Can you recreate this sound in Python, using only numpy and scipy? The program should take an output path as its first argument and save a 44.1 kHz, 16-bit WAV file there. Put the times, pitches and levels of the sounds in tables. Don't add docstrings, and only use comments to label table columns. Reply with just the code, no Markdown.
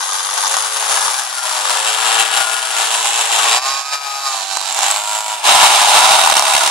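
import sys
import numpy as np
from scipy import signal
from scipy.fft import rfft, irfft, next_fast_len
from scipy.io import wavfile
from scipy.ndimage import uniform_filter1d, map_coordinates

SR = 44100
rng = np.random.default_rng(int(sys.argv[2]) if len(sys.argv) > 2 else 0)


def store_wav(level_fs):
    pcm = np.round(np.clip(np.atleast_2d(level_fs), -1, 1) * 32767)
    wavfile.write(sys.argv[1], SR, pcm.T.astype(np.int16))


N = 295470
TIME = np.arange(N) / SR

# (frequency [Hz], gain [dB])
STEADY_PIPE = [(150, -45), (330, -21), (500, -16.5), (600, -13), (720, -9.5), (920, -7.5), (1450, -7),
               (2000, -8.5), (3300, -4.5), (5200, -12.5), (7500, -2), (10600, -10.5), (11600, -22),
               (15500, -35)]
# (frequency [Hz], level [dB])
INTAKE = [(390, -28), (432, -18.5), (458, -19), (495, -18), (535, -11), (570, -25), (650, -17.5),
          (800, -22)]
# (frequency [Hz], gain [dB])
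BUNCH_PIPE = [(150, -48.5), (250, -26), (516, -18.5), (681, -2.5), (795, 0), (978, 2), (1120, -3.5),
              (1700, -12.5), (3700, -11), (4630, -11.5), (8320, -10), (9890, -10.5), (15500, -35)]
# (centre [Hz], half-width [Hz], peak [dB])
BUNCH_RINGS = [(830, 90, 1.5), (2700, 350, 3.8), (3750, 300, 3.5), (8500, 300, 4)]


def gain_of(db):
    return 10 ** (np.asarray(db) / 20)


def evened(x):
    return x / np.sqrt(np.mean(x ** 2) + 1e-20)


def curve(rows):
    return np.interp(TIME, *np.transpose(rows))


def read(points, hz):
    f, value = np.transpose(points)
    return np.interp(np.log(hz + 1), np.log(f + 1), value)


def filtered(x, gain):
    size = next_fast_len(N + 4096)
    return irfft(rfft(x, size) * gain(np.fft.rfftfreq(size, 1 / SR)), size)[..., :N]


def wander(per_s):
    knots = rng.standard_normal(2048)
    coarse_s = TIME[::64]
    smooth = map_coordinates(knots, [coarse_s * per_s], order=3, mode="wrap")
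    return evened(np.interp(TIME, coarse_s, smooth))


def running_rms(x, size=2400):
    power = uniform_filter1d(np.mean(x ** 2, axis=0), size)
    return np.sqrt(abs(uniform_filter1d(power, size)) + 1e-12)


def presence(rows):
    to_edge_s = np.minimum(TIME - rows[0][0], rows[-1][0] - TIME)
    return gain_of(curve(rows)) * np.clip(to_edge_s / 0.05 + 1, 0, 1)


def silencer(cracks, rattle):
    mean_delay_s, band_spacing_hz = 0.00036, 2314
    t, bins = np.arange(256) / SR, np.fft.rfftfreq(256, 1 / SR)
    delay_s = mean_delay_s * (1 + np.sin(2 * np.pi * bins / band_spacing_hz))
    smear = irfft(np.exp(-2j * np.pi * np.cumsum(delay_s) * bins[1]))
    bounces = rattle * rng.standard_normal((2, len(t))) * np.exp(-t / 0.006)
    bounces = signal.lfilter(*signal.butter(2, 2000, "high", fs=SR), bounces)
    return signal.oaconvolve(cracks[None], smear + bounces, axes=1)[:, :N]


def turbulence(cracks, rasp_hz):
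    puff_s, rise_s, hiss = 0.0052, 0.00069, 0.35
    puffs = signal.lfilter([1], [1, -np.exp(-1 / (puff_s * SR))], cracks)
    flow = evened(uniform_filter1d(puffs, int(rise_s * SR) + 1))
    noise = (flow + hiss) * rng.standard_normal((2, N))
    return signal.lfilter(*signal.butter(2, rasp_hz, "high", fs=SR), noise)


def firings(hz, rough, rasp_db, stutter=0, rattle=0.15, rasp_hz=1200):
    jitter_s, spread_db = .00007, 11
    turns = np.cumsum(hz * (1 + .001 * wander(25))) / SR + rng.random()
    at = np.flatnonzero(np.diff(np.floor(turns)))
    late, strong = rng.standard_normal((2048, 2))[:len(at)].T
    place = at + (np.ceil(turns[at]) - turns[at]) * SR / hz[at] + late * rough * jitter_s * SR
    strength = gain_of(spread_db * rough * np.tanh(strong))
    strength = strength * (1 - (stutter * np.ones(N))[at] * (np.arange(len(at)) % 2))
    near = place.astype(int)[:, None] + np.arange(-6, 8)
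    pulses = strength[:, None] * np.sinc(near - place[:, None])
    cracks = np.bincount(np.clip(near, 0, N - 1).ravel(), pulses.ravel(), N)
    return evened(silencer(cracks, rattle)) + gain_of(rasp_db) * turbulence(cracks, rasp_hz)


def exhaust(x, pipe, rings):
    hz = abs(np.fft.fftfreq(4096, 1 / SR))
    db = read(pipe, hz) + sum(peak / (1 + ((hz - f) / width) ** 2) for f, width, peak in rings)
    log_gain = np.log(gain_of(np.maximum(db, -90)))
    ring = np.fft.ifft(np.exp(np.conj(signal.hilbert(log_gain)))).real
    return signal.oaconvolve(x, ring[None, :len(ring) // 2], axes=1)[:, :N]


def ground(x):
    def delayed(lag_s):
        return np.array([np.interp(TIME - lag_s, TIME, side) for side in x])
    asphalt = 0.062 * delayed(0.000317 * np.exp(.12 * wander(1.2)))
    riders = .38 * delayed(.0028 + .0003 * wander(2.5))
    return x + asphalt + riders


def partial(x, angle):
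    width_hz = 25
    turn, r = np.exp(1j * angle), np.exp(-np.pi * width_hz * 2 / SR)
    return 2 * (turn * signal.filtfilt([1 - r], [1, -r], x / turn)).real


def intake_hum(hz, angle, intake):
    hum_db = -7.5
    order = np.arange(4, 8)[:, None]
    hum = np.sqrt(2) * np.sin(order * angle)
    return np.sum(gain_of(read(intake, order * hz) + hum_db) * hum, axis=0) * gain_of(wander(12))


def flutter():
    return gain_of(1.3 * wander(30))


def bike(revs, prominence, pipe, rings, level_db, rough, rasp_db, rattle=0.14, stutter=0, intake=None, whine=()):
    flywheel_s = 0.05
    hz = uniform_filter1d(curve(revs), int(flywheel_s * SR))
    angle = 2 * np.pi * np.cumsum(hz) / SR
    sound = ground(exhaust(firings(hz, rough, rasp_db, stutter, rattle), pipe, rings))
    for order, boost in whine:
        sound = sound + (gain_of(curve(boost)) - 1) * partial(sound, order * angle)
    sound = evened(sound)
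    if intake is not None:
        sound = sound + intake_hum(hz, angle, intake)
    share = gain_of(level_db) * presence(prominence)
    return sound * flutter() * share, share


def slow_bike():
    # (time [s], firing rate [1/s])
    revs = [(0, 95.5), (0.8, 95), (1.45, 92), (2.75, 94.3), (3.05, 96.5), (3.3, 101), (3.55, 100)]
    # (time [s], level [dB])
    prominence = [(0, 3.5), (0.8, -5), (1.1, -4.5), (2.8, -8), (3.1, -9), (3.5, -9.5)]
    # (frequency [Hz], gain [dB])
    pipe = [(88, -75), (150, -27), (462, -14), (519, -17.5), (796, -3), (966, 5), (2550, -19), (3410, -9),
            (4560, -13), (6230, -12.5), (8170, -55), (9730, -29.5), (15500, -56)]
    # (centre [Hz], half-width [Hz], peak [dB])
    rings = [(873, 59, 4)]
    return bike(revs, prominence, pipe, rings, level_db=1.0, rough=0.52, rasp_db=9.5)


def early_bike():
    # (time [s], firing rate [1/s])
    revs = [(0, 99.5), (0.15, 101.5), (0.4, 102), (0.5, 107.2), (0.87, 110.2), (1.07, 108.6), (1.25, 98)]
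    # (time [s], level [dB])
    prominence = [(0, 1.5), (0.5, -2), (1.05, 0.5), (1.25, -21)]
    # (centre [Hz], half-width [Hz], peak [dB])
    rings = [(1040, 47, 1), (3580, 120, 4), (4600, 290, 3), (6460, 420, 8), (7800, 630, -7),
             (9750, 1300, 8)]
    return bike(revs, prominence, STEADY_PIPE, rings, level_db=-3.0, rough=0.38, rasp_db=-4, intake=INTAKE)


def steady_bike():
    # (time [s], firing rate [1/s])
    revs = [(1.38, 92.5), (1.62, 104), (1.76, 105), (1.93, 110.5), (2.15, 112.7), (2.5, 114.7),
            (2.85, 115.2), (3.5, 112.8)]
    # (time [s], level [dB])
    prominence = [(1.42, -15), (1.7, -5), (2.4, 1), (3.1, -4.5), (3.56, -6.5)]
    # (centre [Hz], half-width [Hz], peak [dB])
    rings = [(3670, 250, 3)]
    return bike(revs, prominence, STEADY_PIPE, rings, level_db=2.5, rough=0.38, rasp_db=-4, intake=INTAKE)


def chaser():
    # (time [s], firing rate [1/s])
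    revs = [(0.6, 125), (0.72, 132), (0.9, 134.6), (0.98, 129.3), (1.35, 128.2), (1.65, 122.5), (1.95, 124),
            (2.08, 131.5), (2.25, 129.3), (2.55, 129.4), (2.67, 130.6), (2.8, 125), (2.95, 123.5)]
    # (time [s], level [dB])
    prominence = [(0.6, -6), (0.75, -4), (1.4, -5.5), (1.7, -7), (1.95, -4.5), (2.2, -6), (2.35, 1.5),
                  (2.65, 3), (2.8, -3.5), (2.96, -8)]
    # (frequency [Hz], gain [dB])
    pipe = [(150, -44), (450, -24), (650, -6), (830, -3.5), (1250, 1.5), (2100, -9.5), (3400, -6),
            (5100, -3.5), (6500, -4), (10600, -3), (11600, -21.5), (15500, -28)]
    # (centre [Hz], half-width [Hz], peak [dB])
    rings = [(1431, 110, 6), (1685, 45, 9), (1940, 45, 3), (2345, 40, 9)]
    # (engine order, [(time [s], boost [dB])])
    whine = [(11, [(1.0, 0), (1.4, 4), (1.9, 0), (2.1, 5), (2.35, 10), (2.65, 9), (2.8, 2)])]
    return bike(revs, prominence, pipe, rings, level_db=1.2, rough=0.42, rasp_db=-9.0, rattle=0.07, whine=whine)


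def leader():
    # (time [s], firing rate [1/s])
    revs = [(3.48, 116), (3.56, 122.6), (3.62, 131), (3.69, 135.9), (3.8, 137.6), (3.92, 140.1),
            (4.0, 140.7), (4.12, 138), (4.21, 138.5), (4.3, 134.8), (4.36, 131), (4.42, 120)]
    # (time [s], level [dB])
    prominence = [(3.48, -2.5), (3.6, 3.5), (3.7, -2), (4.2, 7), (4.34, 0), (4.42, -16)]
    # (frequency [Hz], gain [dB])
    pipe = [(150, -50), (550, -21), (700, -4.5), (1100, 0), (1500, -3.5), (2000, -15), (2500, -7),
            (3200, -35), (3900, -6.5), (5100, -9.5), (6200, -14), (7500, -14.5), (10300, -18.5),
            (15500, -39)]
    # (centre [Hz], half-width [Hz], peak [dB])
    rings = [(825, 40, -2), (1100, 45, -3), (1255, 50, 5), (1810, 50, 11), (2380, 55, 9), (2650, 45, 10),
             (3910, 100, 11), (4620, 90, 7), (5020, 90, 8), (5750, 120, 6)]
    # (engine order, [(time [s], boost [dB])])
    whine = [(8, [(3.58, 0), (3.67, 13), (3.8, 14), (3.9, -3), (4.18, 0), (4.3, 13)]), (9, [(3.55, 5),
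             (3.8, 1), (3.88, 12), (4.1, 11), (4.3, 8)]), (6, [(3.6, 2), (3.75, -2), (3.97, -4), (4.07, 7),
             (4.32, 5)])]
    return bike(revs, prominence, pipe, rings, level_db=-3.5, rough=0.15, rasp_db=-14, rattle=0.045, whine=whine)


def coaster():
    # (time [s], firing rate [1/s])
    revs = [(4.1, 95), (4.22, 97.7), (4.5, 96.8), (4.72, 95.8)]
    # (time [s], level [dB])
    prominence = [(4.1, -10), (4.25, -2), (4.4, -6), (4.68, 2.5), (4.78, -27)]
    # (frequency [Hz], gain [dB])
    pipe = [(150, -44), (480, -16), (750, 7), (1450, 7), (1800, 0), (3900, 0.5), (5200, -1), (7500, 1),
            (10500, -8.5), (15500, -29)]
    # (centre [Hz], half-width [Hz], peak [dB])
    rings = [(666, 29, 6), (760, 70, 1), (1470, 36, 3), (3950, 330, 9.5), (5000, 600, 4)]
    return bike(revs, prominence, pipe, rings, level_db=-2.0, rough=0.24, rasp_db=-9, rattle=0.055)


def late_bike():
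    # (time [s], firing rate [1/s])
    revs = [(4.7, 93), (4.83, 97.3), (4.89, 101.7), (5.0, 105.1), (5.17, 107.3), (5.4, 106.6),
            (5.46, 101.5), (5.85, 99.5)]
    # (time [s], level [dB])
    prominence = [(4.65, -1), (4.8, -6.5), (4.95, -2), (5.38, -4), (5.46, -15.5), (5.85, -8)]
    # (frequency [Hz], gain [dB])
    pipe = [(100, -66), (200, -32), (500, -22), (650, -1.5), (900, 2), (1500, -1.5), (1800, 1.5),
            (2600, -4.5), (4000, -4.5), (5800, -15), (7700, -2.5), (10500, -16), (15500, -30)]
    # (centre [Hz], half-width [Hz], peak [dB])
    rings = [(855, 16, 8), (950, 25, 9.5), (1380, 66, 8), (1584, 26, 8), (1770, 110, -19)]
    # (time [s], depth [0-1])
    stutter = [(4.82, 0.9), (4.88, 0.37)]
    return bike(revs, prominence, pipe, rings, level_db=-1.4, rough=0.24, rasp_db=-5.0, rattle=0.045,
                stutter=curve(stutter))


def near_bike():
    # (time [s], firing rate [1/s])
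    revs = [(5.42, 100.9), (5.85, 102.3), (6.15, 112.3), (6.25, 79.76), (6.4, 69.42), (6.7, 73.66)]
    # (time [s], level [dB])
    prominence = [(5.46, -8), (5.62, -7.5), (6.1, -3), (6.27, 5), (6.42, -1), (6.55, 1), (6.7, -8)]
    return bike(revs, prominence, BUNCH_PIPE, BUNCH_RINGS, level_db=2.0, rough=0.6, rasp_db=-5.0)


def surging_bike():
    # (time [s], firing rate [1/s])
    revs = [(5.6, 111.7), (5.85, 117.8), (6.0, 121), (6.12, 126), (6.3, 127.6), (6.5, 129.7), (6.7, 134.1)]
    # (time [s], level [dB])
    prominence = [(5.6, -13), (5.95, -7), (6.1, -1.5), (6.25, -1), (6.4, 1), (6.7, -8)]
    # (centre [Hz], half-width [Hz], peak [dB])
    rings = [(910, 67, 5.3), (1232, 27, 13), (1433, 125, 18.3)]
    return bike(revs, prominence, BUNCH_PIPE, rings, level_db=-2.5, rough=0.69, rasp_db=-4.5)


def pops():
    # (first [s], last [s], count, level [dB], ring [Hz])
    runs = [(.378, .378, 1, -2, 6500), (.478, .478, 1, 0, 6800), (.568, .568, 1, 4, 6200),
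            (2.315, 2.315, 1, -1, 7500), (2.37, 2.377, 2, 0, 2000), (2.47, 2.47, 1, -2, 6200),
            (3.057, 3.057, 1, 3, 2000), (4.527, 4.527, 1, -2, 4500), (4.571, 4.571, 1, 2.5, 6460),
            (4.614, 4.614, 1, 1, 4000), (4.725, 4.768, 3, 1, 7600), (4.79, 4.832, 2, 5, 7800),
            (4.912, 4.912, 1, 9.5, 7600), (5.441, 5.441, 1, 0, 3700), (6.188, 6.188, 1, 6, 1000),
            (6.274, 6.274, 1, 10, 1000), (6.299, 6.323, 2, 7, 1000), (6.368, 6.395, 2, 12.5, 5460),
            (6.424, 6.424, 1, 5, 5440), (6.536, 6.565, 3, 4, 2500)]
    width_hz, ring_db, decay_s, crack = 540, 11.5, 0.0011, 2.5
    t, out = np.arange(1024) / SR, np.zeros((2, N))
    for first, last, count, db, ring_hz in runs:
        for s in np.linspace(first, last, max(round(count), 1)):
            burst = rng.standard_normal((2, len(t))) * np.exp(-t / decay_s)
            burst[:, 0] = crack
            pop = exhaust(burst + 0.31 * burst[::-1], BUNCH_PIPE, [(ring_hz, width_hz, ring_db)])
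            out[:, round(s * SR):][:, :pop.shape[1]] += gain_of(db) * pop
    return out


def group(prominence, pipe, rings, rates_hz, swing, rough, rasp_db, echo_db):
    drive = np.zeros((2, N))
    for hz in rates_hz:
        engine = firings(hz * np.exp(swing * wander(1.6)), rough, rasp_db, rasp_hz=238)
        drive += engine * gain_of(2 * wander(5.3))
    share = presence(prominence)
    return evened(yard(exhaust(drive, pipe, rings), echo_db, t60=1.0)) * share * flutter(), share


def bunch():
    # (time [s], level [dB])
    prominence = [(5.38, 3), (5.47, -3.5), (6.15, 2), (6.34, -2), (6.5, -0.5), (6.7, -11)]
    return group(prominence, BUNCH_PIPE, BUNCH_RINGS, np.linspace(86.6, 120.2, 2), swing=.05,
                 rough=0.66, rasp_db=-4.0, echo_db=-1)


def far_field():
    # (time [s], level [dB])
    prominence = [(0, -5), (1.35, -5), (2.0, -3), (2.6, -1.5), (3.5, -6), (3.68, -5), (4.0, -4.5),
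                  (4.8, -5), (5.2, -7.5), (6.7, -3.5)]
    # (frequency [Hz], gain [dB])
    pipe = [(150, -51), (300, -21.5), (520, -13), (720, 2.5), (1000, 1), (1400, -2.5), (2000, -6.5),
            (3400, -2), (5200, -10), (7100, -8), (10000, -18), (11500, -20), (15500, -47)]
    return group(prominence, pipe, [], np.linspace(91.43, 125.48, 3), swing=.06,
                 rough=0.55, rasp_db=-6.5, echo_db=-3)


def yard(x, echo_db, t60):
    delay_s = rng.uniform(.004, .45, (2, 260))
    strength = rng.standard_normal(delay_s.shape) * gain_of(-60 * delay_s / t60)
    taps = np.zeros((2, SR // 2))
    np.put_along_axis(taps, (delay_s * SR).astype(int), strength, 1)
    taps /= np.linalg.norm(taps, axis=1, keepdims=True)
    return x + gain_of(echo_db) * signal.fftconvolve(x, taps, axes=1)[:, :N]


def ports(x):
    # (frequency [Hz], gain [dB])
    width = [(200, -32), (600, -12), (1200, -1.5), (3000, -6), (10000, 2.5)]
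    # (frequency [Hz], level [dB])
    tilt = [(60, 9), (120, -4), (240, -8), (480, 4.5), (950, -1.5), (1890, 2), (3770, -6), (7520, -7.5),
            (15000, 8)]
    # (frequency [Hz], phase [rad])
    phase = [(500, -0.76), (1200, 0.84), (3000, -1.44), (5500, 1), (9000, -1.63), (14000, 1)]
    mid = (x[0] + x[1]) / 2
    side = filtered((x[0] - x[1]) / 2, lambda hz: gain_of(read(width, hz)))
    half = np.array([[.5], [-.5]])
    return filtered(np.array([mid + side, mid - side]),
                    lambda hz: gain_of(half * read(tilt, hz)) * np.exp(1j * half * read(phase, hz)))


def turned(field):
    # (time [s], level [dB])
    facing = [(0, -2), (1.3, -2.5), (2.3, -5), (2.7, -3.5), (3.2, -3), (3.6, -5), (4.1, -4.5), (4.8, -3.5),
              (5.2, -3.5), (5.5, -7), (5.85, -6), (6.1, -7), (6.4, -5.5), (6.7, -5)]
    treble = filtered(field, lambda hz: 1 / (1 + (4700 / (hz + 1)) ** 6))
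    body = field - treble
    treble_share = np.clip(gain_of(curve(facing)), 0, .9)
    body_share = np.sqrt(1 - treble_share ** 2)
    return treble_share * treble / running_rms(treble) + body_share * body / running_rms(body)


def scene():
    # (time [s], level [dB])
    loudness = [(0.04, -21), (0.55, -17), (0.66, -18.5), (0.7, -22), (0.76, -18), (1.11, -18),
                (1.22, -22.5), (1.35, -26), (1.46, -19.5), (1.62, -21), (1.69, -15), (1.85, -18.5),
                (2.22, -13.5), (2.27, -19.5), (2.38, -17), (2.72, -21.5), (2.82, -16), (2.95, -16.5),
                (3.02, -20), (3.08, -15), (3.28, -17.5), (3.37, -15), (3.575, -12.5), (3.61, -27),
                (3.67, -18.5), (3.78, -21.5), (3.84, -28), (3.94, -20), (4.0, -27.5), (4.06, -24.5),
                (4.21, -25.5), (4.28, -19), (4.41, -24.5), (4.6, -23), (4.72, -21), (4.9, -14.5),
                (5.04, -21.5), (5.16, -17.5), (5.22, -24), (5.33, -20), (5.37, -25), (5.425, -24.5),
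                (5.465, -8), (5.6, -10), (5.98, -10.5), (6.1, -9.5), (6.2, -11), (6.32, -12), (6.345, -17),
                (6.38, -10), (6.41, -16.5), (6.47, -12.5), (6.54, -12), (6.6, -15), (6.66, -13.5)]
    # (time [s], level [dB])
    bearing = [(0.0, 3.5), (1.83, 2), (2.46, 4.5), (3.08, -1), (3.4, 2), (3.84, -6.5), (4.05, 3),
               (4.55, -9.5), (4.89, -2.5), (6.7, -3)]
    level_trim_db, bearing_trim_db = 1.29, 4.54
    flutter_db, flutter_per_s = 1.0, 17
    sources = [slow_bike(), early_bike(), steady_bike(), chaser(), leader(), coaster(), late_bike(),
               near_bike(), surging_bike(), bunch(), far_field()]
    total_share = np.sqrt(sum(share ** 2 for sound, share in sources))
    field = sum(sound for sound, share in sources) / total_share
    field = turned(ports(yard(field, echo_db=-11, t60=.4)))
    level_db = curve(loudness) + level_trim_db + flutter_db * wander(flutter_per_s)
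    pan_db = np.outer([.5, -.5], curve(bearing) + bearing_trim_db)
    return field * gain_of(level_db + pan_db) + pops()


def record(dry):
    ceiling, edge_hz = 0.93, 15750
    clipped = np.clip(dry, -ceiling, ceiling)
    return signal.oaconvolve(clipped, signal.firwin(511, edge_hz, window=("kaiser", 9), fs=SR)[None], "same")


dry = scene()
out = record(dry)
store_wav(out)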